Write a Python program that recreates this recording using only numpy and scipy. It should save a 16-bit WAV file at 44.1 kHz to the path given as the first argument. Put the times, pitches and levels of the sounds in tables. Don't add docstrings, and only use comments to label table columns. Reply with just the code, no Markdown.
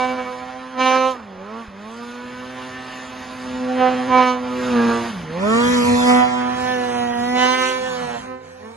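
import sys
import numpy as np
from scipy import signal
from scipy.fft import rfft, irfft, next_fast_len
from scipy.io import wavfile
from scipy.ndimage import uniform_filter1d, map_coordinates

SR = 44100
rng = np.random.default_rng(int(sys.argv[2]) if len(sys.argv) > 2 else 0)


def nominal_scale(level):
    x = np.asarray(level, float) / 20
    return 10 ** x


def int16_out(signal):
    q = np.round(np.clip(np.atleast_2d(signal).T, -1, 1) * 32767)
    wavfile.write(sys.argv[1], SR, q.astype(np.int16))


N = 386316


def along(points, hz):
    f, v = np.transpose(points)
    return np.interp(np.log(hz + 1), np.log(f + 1), v)


def curves(rows, step=1):
    s, *cols = np.transpose(rows)
    return [np.interp(np.arange(0, N, step) / SR, s, c) for c in cols]


def wobble(rate, step=1):
    knots = rng.standard_normal(4000)
    return map_coordinates(knots, [np.arange(0, N, step) * rate / SR])


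def filtered(x, response):
    m = next_fast_len(N + 8192)
    return irfft(rfft(x, m) * response(np.fft.rfftfreq(m, 1 / SR)), m)[..., :N]


def blurred(z, size):
    return uniform_filter1d(uniform_filter1d(z, size[0], axis=-2), size[1], axis=-1)


def noise(spectrum, patchy_db):
    z = signal.stft(rng.standard_normal((2, N)), nperseg=512)[2]
    field = blurred(rng.standard_normal(z.shape[1:]), size=(5, 14))
    x = signal.istft(z * nominal_scale(patchy_db * field / field.std()), nperseg=512)[1][:, :N]
    ends = [(0.9, -120)] + list(spectrum) + [(13000, -120)]
    x = filtered(x, lambda hz: nominal_scale(along(ends, hz)))
    return x / x.std()


# (frequency [Hz], density [dB per Hz])
BREEZE_SPECTRUM = [(20, 4), (35, 25), (60, -6), (110, -27), (160, -120)]
# (time [s], half length [s], gain [dB])
GUSTS = [
    (1.701, .2, 5),
    (4.195, .3, 2),
    (5.25, .25, 2),
    (6.7, .3, 3),
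]


def breeze():
    t = np.arange(N) / SR
    gust_db = sum(db * np.exp(-((t - s) / half) ** 2) for s, half, db in GUSTS)
    level_db = -68 + gust_db + 3 * np.array([wobble(3), wobble(3)])
    return nominal_scale(level_db) * noise(BREEZE_SPECTRUM, patchy_db=2.0)


# (time [s], frequency [Hz], level [dB], decay time t60 [s])
BODY_THUMP = (1.681, 78, -29, .05)


def thump():
    s, hz, db, t60 = BODY_THUMP
    t = np.maximum(np.arange(N) / SR - s, 0)
    return nominal_scale(db - 60 * t / t60) * np.sin(2 * np.pi * hz * t)


# (time [s], level [dB])
RIDGE_ECHO = [(0, -60), (7.6, -60), (8, -15), (8.15, -24), (8.3, -12), (8.5, -11), (8.76, -22)]


def hill(x):
    t = np.arange(SR) / SR
    build_up = np.clip((t - .06) / 0.21, 0, 1)
    tail = rng.standard_normal((2, SR)) * nominal_scale(-60 * t / 0.94) * build_up
    trees = nominal_scale(-18) * signal.fftconvolve(x[None], tail / np.linalg.norm(tail[0]), axes=1)[:, :N]
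    delayed = np.pad(x, (round(.7 * SR), 0))[:N]
    ridge = nominal_scale(curves(RIDGE_ECHO)[0] + 2.5 * wobble(12)) * delayed
    trees = filtered(trees, lambda hz: 1 / (1 + (hz / 600) ** 2))
    return trees + filtered(ridge, lambda hz: [[1], [0]] / (1 + (hz / 1100) ** 2))


# (time [s], striking rate [Hz], level [dB])
LUG_RATE = [
    (7.5, 154.3, -88),
    (7.8, 192, -47),
    (8.04, 165.8, -41),
    (8.17, 139, -45),
    (8.3, 93.4, -52),
]


def lugs():
    hz, db = curves(LUG_RATE)
    return nominal_scale(db + 2.2 * wobble(24)) * np.sin(2 * np.pi * np.cumsum(hz) / SR + .5 * wobble(23))


# (frequency [Hz], density [dB per Hz])
RUMBLE_SPECTRUM = [(13, -81), (22, -32), (59, -15), (108, -11.5), (134, -20), (200, -10), (260, -7),
                   (440, -120)]
ROAR_SPECTRUM = [(150, -26), (300, -2.5), (700, -2.5), (1500, -0.5), (1850, -1), (2080, -5), (2500, -5.5),
                 (3500, -14), (5500, -19.5), (8000, -32)]
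HISS_SPECTRUM = [(3000, 5.5), (4500, 2), (6500, -2), (8000, 5.5), (10000, -10), (11500, -11)]
# (time [s], boom [dB], octave [dB])
LOAD = [(0, -30.5, 0.5), (.32, -41.5, 5.5), (.7, -37.5, 0.5), (1.1, -32, 6), (1.25, -33, 5),
        (1.5, -39.5, 1.5), (1.7, -37.5, -5), (2, -35.5, 3.5), (2.95, -39.5, -6), (3.3, -37.5, -5),
        (3.68, -24.5, 7), (4.1, -25.5, -1), (4.39, -29, 4), (4.68, -25, 6.5), (5.05, -30.5, -2),
        (5.18, -15.5, 8), (5.32, -26.5, -1), (5.55, -19, 1.5), (5.95, -16.5, 0.5), (6.22, -28.5, -9.5),
        (6.78, -29.5, 5), (7.35, -23.5, -3), (7.81, -38, 12), (8.15, -37.5, 5.5), (8.45, -48, -2),
        (8.76, -73, 5)]
# (time [s], spray [dB], dig [dB])
SPRAY = [(0, -55.5, 10), (.22, -52.5, 6), (.7, -58.5, 4), (1.5, -60.5, 4), (1.93, -54, -2),
         (2.66, -52, 6.5), (3.679, -47.5, 4.5), (4.39, -53.5, 6.5), (4.66, -42.5, 8), (4.95, -40.5, 9.5),
         (5.1, -40, 7), (5.23, -39.5, 13.5), (5.36, -44.5, 7.5), (5.56, -35.5, 10), (5.9, -33.5, 7),
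         (6.1, -34.5, 11.5), (6.3, -48, 11), (6.61, -43, 5), (7.3, -42.5, -0.5), (7.55, -42.5, -6),
         (8.171, -44.5, 11.5), (8.76, -59.5, -29.5)]
# (time [s], gain [dB])
ROAR_GAIN = [(0, -1), (.55, -3), (.8, -1), (1.2, 0), (1.7, 0), (2, -2), (2.3, -3.5), (3.6, -3.5), (4, -1.5),
             (5.3, -1.5), (5.5, -3.5), (6.3, -3.5), (6.7, -1.5), (7.3, 0), (7.9, 0), (8.12, -5), (8.3, -2),
             (8.65, -5)]
# (time [s], clear share [0-1])
CLEAR = [(0, .8), (.09, .6), (.2, 0), (.77, 0), (.8, 1), (1.13, 1), (1.17, 0), (4.2, 0), (4.28, 1),
         (4.35, 1), (4.4, 0), (6.05, 0), (6.15, .3), (6.4, 0), (6.6, .3), (7.2, .4), (7.4, 1), (7.85, .8),
         (8.15, .6), (8.25, .2)]
# (time [s], level [dB])
POPS = [
    (.8, -33),
    (.915, -31),
    (.96, -30),
    (4.185, -31),
    (4.225, -33),
    (7.388, -31),
    (7.46, -32),
    (7.55, -36),
    (8.02, -44),
]


def track(phase):
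    (load_db, _), (spray_db, dig_db) = curves(LOAD), curves(SPRAY)
    (clear,), (roar_gain_db,) = curves(CLEAR), curves(ROAR_GAIN)
    sag, lift_db = speed()[1], barks()[0]

    rumble_db = -42.0 + 0.35 * (load_db + 22.5) + 0.38 * (spray_db + 44.0) + .5 * dig_db
    rumble_db -= .06 * sag
    rumble = nominal_scale(rumble_db + 1.4 * wobble(9.7)) * noise(RUMBLE_SPECTRUM, patchy_db=1.3)

    roar_db = -36 + 0.57 * (spray_db + 49.5) + 0.41 * lift_db + 0.28 * dig_db - 0.094 * sag
    roar_db += roar_gain_db - 3 * clear
    puff = 1 + 0.043 * np.cos(phase) + 0.14 * np.cos(phase / 2)
    gas = noise(ROAR_SPECTRUM, patchy_db=1.1)
    dull = filtered(gas, lambda hz: 1 / (1 + (hz / 1400) ** 4))
    churned = gas - np.maximum(.8 * clear, lift_db / 45) * (gas - dull)
    roar = nominal_scale(roar_db - 2.5 + .9 * wobble(20)) * puff * churned

    t = np.arange(N) / SR
    pops = sum(nominal_scale(db) * np.exp(-((t - s) / .016) ** 2) for s, db in POPS)
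    bursts = pops * filtered(gas, lambda hz: 1 + (hz / 4500) ** 2 * (hz < 7500))

    hiss_db = spray_db + 0.55 * lift_db * clear - 0.17 * sag
    hiss = nominal_scale(hiss_db + 5.5 + 1.5 * wobble(9)) * (1 + 0.1 * np.cos(phase))
    hiss = hiss * noise(HISS_SPECTRUM, patchy_db=2.0)
    return rumble + roar + bursts + hiss


# (time [s], rate [Hz])
HELD_RATE = [(0, 253.7), (.5, 256.5), (.8, 257.5), (1.1, 260.4), (1.3, 231.1), (2.07, 241.7), (2.52, 255.7),
             (4.17, 253.9), (4.42, 249), (4.68, 250.2), (5.07, 245.9), (5.72, 249.8), (6.45, 248),
             (6.65, 251.8), (7.41, 250.9), (7.6, 256.9), (7.88, 255), (8.17, 236.1)]
# (start [s], lowest point [s], lowest rate [Hz], recovery [s])
SAGS = [
    (0.167, 0.315, 250.5, 0.17),
    (1.129, 1.391, 187, 0.12),
    (1.621, 1.742, 194, 0.15),
    (4.709, 4.824, 233.5, 0.57),
    (5.091, 5.289, 156.4, 0.19),
    (5.737, 5.836, 242, 0.2),
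    (6.721, 7.177, 240, 0.12),
    (8.194, 8.414, 148.2, 0.18),
]


def speed():
    fall_power, rise_power = 1.9, 1.7
    inertia = round(.045 * SR)
    held, = curves(HELD_RATE)
    hz, t = held, np.arange(N) / SR
    for start, low, low_hz, back in SAGS:
        fall = 1 - (1 - np.clip((t - start) / (low - start), 0, 1)) ** fall_power
        recovery = np.exp(-(np.maximum(t - low, 0) / back) ** rise_power)
        hz = hz - (np.interp(low, t, hz) - low_hz) * fall * recovery
    hz = uniform_filter1d(hz, size=inertia)
    climbing = uniform_filter1d(np.clip(np.gradient(hz) * SR / 250, 0, 1), size=inertia)
    return hz, np.maximum(held - hz, 0) * (1 - .6 * climbing)


def crank():
    flutter = .01 * wobble(90) + .035 * wobble(20)
    return 2 * np.pi * np.cumsum(speed()[0]) / SR + flutter


# (time [s], hold [s], lift [dB], outlet resonance [Hz], share reaching the boom [0-1])
BARKS = [(0, 0.065, 13, 825, 0), (0.093, 0.03, 9.5, 890, 0.63), (0.184, 0.018, 7.5, 830, 0.6),
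         (0.813, 0.072, 24, 967, 0.45), (0.862, 0.12, 26, 1000, 0.3), (1.002, 0.14, 22, 1090, 0.06),
         (1.547, 0.11, 4.5, 1140, 1), (3.713, 0.15, 8.5, 760, 0), (3.812, 0.07, 22.5, 754, 0.1),
         (3.934, 0.022, 8, 690, 0.22), (4.153, 0.071, 23.5, 920, 0.2), (4.24, 0.066, 17, 1000, 0.18),
         (4.763, 0.16, 12.5, 1120, 0.98), (5.474, 0.12, 7.5, 1300, 0.23), (6.103, 0.12, 12.5, 735, 0.83),
         (6.378, 0.062, 4.5, 902, 0.74), (6.652, 0.047, 4.5, 851, 0.02), (6.887, 0.42, 0, 774.4, 0.23),
         (7.431, 0.026, 9.5, 730, 0.25), (7.476, 0.18, 7.5, 1106, 0.2), (8.656, 0.23, 27.5, 990, 0.97)]
# (time [s], half length [s], loss [dB])
SMOTHERS = [
    (.072, 0.011, 4),
    (0.15, 0.03, 6),
    (0.245, 0.018, 6),
    (.37, 0.017, 3),
    (3.905, 0.0099, 4),
    (4.872, 0.013, 5),
    (5.01, .015, 2.5),
    (7.365, 0.014, -2.5),
    (7.487, 0.011, -0.5),
    (7.569, 0.014, 2.5),
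]
# (time [s], buried outlet [Hz], cowl resonance [Hz], cowl gain [dB],
# unevenness of the cylinders [dB])
COWL = [(0, 915, 2320, 9.5, -14), (.5, 980, 2210, 13.5, -10), (1.1, 950, 2260, -3.5, -13),
        (1.5, 1060, 1482, 16, -6), (2.3, 1030, 1440, 3.5, 1), (2.75, 989.4, 1810, 4.5, 3),
        (3.3, 989, 1780, -7, -8), (3.45, 975, 2420, 16, -3), (3.85, 856, 2345, -10, -10),
        (4.1, 866.4, 2300, 5, -2), (4.33, 870, 2320, 5.5, -18), (4.6, 1079, 1520, -2, 9),
        (4.85, 1048, 1687, 27, 2), (4.98, 1049, 1680, 14, 8), (5.07, 996, 1844, 22, 10),
        (5.2, 900, 1851, 9, -18), (5.35, 884, 1810, 16, -2), (5.6, 1020, 1812, 12, -3),
        (6.15, 801, 2000, 10, -12), (6.6, 830, 1754, 7.5, 2), (7.2, 870, 1940, 11.5, -1),
        (7.7, 950.3, 1960, 21, 21), (8.05, 800, 1871, 17, -11), (8.45, 873, 1798, 7, -8),
        (8.7, 936, 1770, 7, -9)]


def barks():
    open_s, close_s, droop_per_s = 0.086, 0.12, 0.8
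    t = np.arange(N) / SR
    s, hold, db, hz, share = np.transpose(BARKS)[..., None]
    shape = np.clip(np.minimum(1 + (t - s) / open_s, 1 - (t - s - hold) / close_s), 0, 1)
    shape = shape * (1 - droop_per_s * np.clip(t - s, 0, hold))
    rest_hz = curves(COWL)[0] * np.exp(.06 * wobble(5.9))
    weight = shape.sum(axis=0)
    outlet_hz = rest_hz * np.maximum(1 - weight, 0) + (shape * hz).sum(axis=0)
    outlet_hz = outlet_hz / np.maximum(weight, 1)
    loss_db = sum(loss * np.exp(-((t - at) / half) ** 2) for at, half, loss in SMOTHERS)
    return (shape * db).max(axis=0) - loss_db, (shape * db * share).max(axis=0), outlet_hz


# (frequency [Hz], level [dB])
PIPE = [(300, 67), (750, 2), (1400, 1), (1800, -3.5), (2050, -9.5), (2310, -8), (2570, -11.5), (2900, -7.5),
        (3450, -15.5), (4100, -16), (4700, -26.5), (6200, -23.5), (7600, -45)]
# (frequency [Hz], level [dB])
MISMATCH = [(120, -9.5), (380, -10.5), (900, -12), (1500, -12), (3000, -18), (7000, -31)]
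# (time [s], blast [dB], edge over it [dB])
OUTLET = [(0, -32.5, -9.5), (.24, -32.5, -4.5), (.7, -42.5, -1.5), (1.5, -40.5, -19), (2.3, -44, 5),
          (2.66, -42.5, 7.5), (3.65, -44, 0.5), (4.07, -35, -2), (4.42, -41.5, -4), (4.9, -31.5, -1),
          (5.2, -29, -9), (5.4, -29, -1), (5.7, -25.5, 4), (6, -24.5, -9), (6.54, -31, -3),
          (6.949, -27, 2.5), (7.27, -25.5, -1.5), (7.75, -33, 5), (8.1, -34, -3.5), (8.45, -51, 14),
          (8.76, -78.5, 5)]
STEP = 64


def exhaust(phase):
    hz, sag, lift_db, push_db, outlet_hz = np.array([*speed(), *barks()])[:, ::STEP]
    load_db, octave_db = curves(LOAD, step=STEP)
    blast_db, edge_db = curves(OUTLET, step=STEP)
    spray_db, dig_db = curves(SPRAY, step=STEP)
    clear, = curves(CLEAR, step=STEP)
    _, cowl_hz, cowl_db, uneven_db = curves(COWL, step=STEP)

    bark_db = blast_db + lift_db - 0.28 * sag
    rasp_db = blast_db + edge_db + (0.69 + 0.33 * clear) * lift_db - 0.93 * sag
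    buried = np.clip((-27 - bark_db) / 8, 0, 1)
    slowing = np.clip(-np.gradient(hz) * SR / STEP / 300 - .4, 0, 1)
    slowing = uniform_filter1d(slowing, size=45)
    shut_db = 12 * slowing + np.clip((190 - hz) / 4, 0, 8)
    stall_db = 14 * slowing
    boom_db = load_db + push_db - 7 * slowing - 0.13 * sag
    second_db = .55 * boom_db + .45 * bark_db + octave_db - 2.5 - 14 * slowing
    second_db += 1.5 * wobble(6, step=STEP)
    odd_db = -40.0 + 0.087 * (spray_db + 52.0) + 0.32 * (boom_db + 28.0) + 0.87 * dig_db
    odd_db += 2.34 * wobble(4.6, step=STEP)
    shake = .015 * buried * wobble(70, step=STEP)

    out, coarse, fine = np.zeros(N), np.arange(0, N, STEP), np.arange(N)
    for k in np.arange(1, 77) / 2:
        f, whole = k * hz, k % 1 == 0
        high = np.clip((f - 1250) / 400, 0, 1)
        if k == 1:
            db = boom_db
        elif k == 2:
            db = second_db
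        elif whole:
            outlet_db = np.maximum(-9 * (np.log2(f / outlet_hz) / .5) ** 2, -12)
            db = (1 - high) * (bark_db + outlet_db) + high * (rasp_db - 3.0) + along(PIPE, f) - shut_db
            db += 9 * (clear - .35) * np.clip(np.log2(f / 2200), 0, 1.5)
            db += 0.37 * lift_db * np.exp(-((f - 2310) / 250) ** 2)
            db += 0.14 * lift_db * np.exp(-((f - 2930) / 220) ** 2)
            db += cowl_db * np.exp(-((f - cowl_hz) / 81) ** 2) - 4.5
        else:
            db = odd_db + 0.15 * (rasp_db + 21.0) * high + along(MISMATCH, f) - shut_db - 5 * clear * high
            if k == .5:
                db = db + np.minimum(uneven_db, 0) - 2.5 - stall_db
            elif k == 1.5:
                db = db + uneven_db
        if k > 2:
            db = db + 1.1 * wobble(3, step=STEP) + (1.8 + 1.2 * buried - clear) * wobble(30, step=STEP)
        db = db + .8 * wobble(30, step=STEP)
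        lag = 2 * np.pi * 0.001547 * 900 * (1 - np.exp(-f / 900))
        lag += np.pi if k > 1 else .6
        lag += (buried if whole else 1) * 2.5 * wobble(1.5, step=STEP)
        lag += k * shake
        out -= np.interp(fine, coarse, nominal_scale(db + 3.0)) * np.cos(k * phase - np.interp(fine, coarse, lag))
    return out


# (time [s], spacing of the crests [Hz], depth [dB])
MIRROR = [(0, 1080, -1), (.5, 1060, 0), (1.2, 1140, 0), (2.2, 960, -1), (3, 900, 2.5), (3.7, 900, 0),
          (4.4, 1125, 1), (4.9, 1350, 1.5), (5.35, 1260, -1), (5.6, 1380, 2), (5.82, 2250, 1.5),
          (5.95, 2070, 3.5), (6.1, 1660, 1), (6.3, 1600, 1), (6.6, 1720, 1), (7.2, 2160, -0.5),
          (7.6, 2270, 0), (8.2, 2120, 2.5)]


def snow_mirror(hz, t, shape):
    s, spacing_hz, depth_db = np.transpose(MIRROR)
    hz = hz[:, None]
    crests = np.cos(2 * np.pi * hz / np.interp(t, s, spacing_hz))
    crests = crests * np.clip(hz / 1500 - .5, 0, 1) * np.clip(2 - hz / 3500, .3, 1)
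    dapple = blurred(blurred(rng.standard_normal(shape), size=(8, 5)), size=(8, 5))
    clear = np.interp(t, *np.transpose(CLEAR))
    dapple = 1.6 * (.3 + .7 * clear) * dapple / dapple.std() * np.clip(hz / 600 - 1, 0, 1)
    return np.interp(t, s, depth_db) * crests + dapple


# (frequency [Hz], left minus right [dB])
TILT = [
    [(60, 0), (340, 0), (450, -3), (600, -4), (750, -11), (950, -6), (1250, -9), (1500, -1), (2000, 0), (11000, 0)],
    [(60, 0), (250, 2.5), (430, -6), (600, -7), (950, -13), (1400, -3), (1700, 6), (2200, 6), (3500, -2), (6000, -4), (11000, -2)],
    [(60, 0), (250, 2.5), (430, -4), (600, -5), (750, -16), (1200, -11), (1900, 3), (3000, -2), (4200, -7), (11000, -1)],
    [(60, 0), (250, 2.5), (430, -4), (600, -5), (750, -14), (1200, -9), (1900, 2), (3000, -2), (4200, -3), (11000, -1)],
]
# (frequency [Hz], left leads by [rad])
LEAD = [
    [(0, 0), (200, -.3), (600, -.6), (750, 0), (4900, 0), (5500, -1.2), (5750, -3.14), (6000, -5.2), (6800, -6.3), (7400, -9.42), (8750, -9.42), (9700, -7), (11000, -6.3)],
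    [(0, 0), (200, -.6), (600, -1.6), (800, -3.1), (1000, -5.3), (1380, -7.1), (1750, -10.6), (2100, -11.1), (2500, -10.6), (3300, -8), (4500, -10.4), (5200, -12.2), (6800, -13), (7700, -15.7), (8400, -15.7), (11000, -18.8)],
    [(0, 0), (200, -.6), (600, -1.6), (800, -2.6), (1050, -1.2), (1300, -.6), (2300, -1.2), (3500, -1.7), (4800, -2.9), (6600, -6.8), (7600, -9.4), (8400, -9.4), (11000, -12.6)],
    [(0, 0), (200, -.6), (600, -1.6), (800, -2.6), (1050, -1.2), (1300, 0), (2100, -.4), (3100, -1.8), (3800, -3.1), (5300, -3.2), (6200, -6.9), (7500, -9.4), (8400, -9.4), (11000, -12.6)],
]
# (time [s], heading number)
HEADING = [(0, 0), (5.36, 0), (5.42, 1), (6.3, 1), (6.5, 2), (6.8, 2.4), (7, 3), (7.33, 3), (7.38, 2)]
# (frequency [Hz], share [0-1])
APART = [(200, 0), (1500, 1), (3000, 0), (6500, 0.3), (9000, 0.1)]
# (frequency [Hz], wander [rad])
DRIFT = [(300, .05), (1200, .4), (2500, .7), (6500, .9), (8000, .5), (11000, .6)]


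def ports(near, other):
    hz, t, z = signal.stft(np.array([near, other]), SR, nperseg=1024, noverlap=768)
    z = z * nominal_scale(snow_mirror(hz, t, z.shape[1:]))
    heading = np.interp(t, *np.transpose(HEADING))
    share = [np.clip(1 - abs(heading - k), 0, 1) for k in range(len(TILT))]
    tilt_db = sum(np.outer(along(tilt, hz), part) for tilt, part in zip(TILT, share))
    turns = [np.exp(1j * np.interp(hz, *np.transpose(lead))) for lead in LEAD]
    lead = np.angle(sum(np.outer(turn, part) for turn, part in zip(turns, share)))
    field = blurred(blurred(rng.standard_normal(lead.shape), size=(5, 12)), size=(5, 12))
    turned = np.maximum(1 - share[0] - .2 * share[3], .6 * (hz[:, None] > 5200))
    lead += along(DRIFT, hz)[:, None] * turned * field / field.std()
    loose = along(APART, hz)[:, None] * turned * z[1]
    left = z[0] * nominal_scale(tilt_db / 2) * np.exp(1j * lead) + loose
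    right = z[0] * nominal_scale(-tilt_db / 2) - loose
    return signal.istft(np.array([left, right]), SR, nperseg=1024, noverlap=768)[1][:, :N]


# (frequency [Hz], gain [dB])
NARROWING = [(3000, 0.5), (5000, -2.5), (6500, 2.5), (7200, -6.5), (7800, -9), (8500, -13), (9500, 0.5),
             (11000, -11)]


def thinned(x, margin_db):
    sum_difference = np.array([x[0] + x[1], x[0] - x[1]]) / 2
    hz, t, z = signal.stft(sum_difference, SR, nperseg=2048, noverlap=1536)
    hz = hz[:, None]
    power = blurred(abs(z) ** 2, size=(6, 3))
    keep = (power > power[::-1] * nominal_scale(-2 * margin_db)) | (hz < 1500)
    faint = abs(blurred(abs(z) ** 2, size=(1, 2))) / (abs(blurred(power, size=(24, 1))) + 1e-20)
    steepness = .24 * np.clip(hz / 600 - 1, 0, 1)
    keep = keep * np.clip(faint, .01, 1) ** steepness
    mid, side = signal.istft(z * keep, SR, nperseg=2048, noverlap=1536)[1][:, :N]
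    side = filtered(side, lambda hz: nominal_scale(along(NARROWING, hz)))
    return np.array([mid + side, mid - side])


def scene():
    phase = crank()
    engine, snow = exhaust(phase), track(phase)
    echo = hill(engine)
    near = engine + lugs() + snow[0] + echo[0]
    other = snow[1] + echo[1]
    return ports(near, other) + thump() + breeze()


def band_limit(x):
    return signal.sosfilt(signal.butter(12, 11930, fs=SR, output="sos"), x)


def record(dry):
    soft = dry / (1 + abs(dry / .9) ** 5) ** (1 / 5)
    return band_limit(thinned(soft, margin_db=10))


dry = scene()
out = record(dry)
int16_out(out)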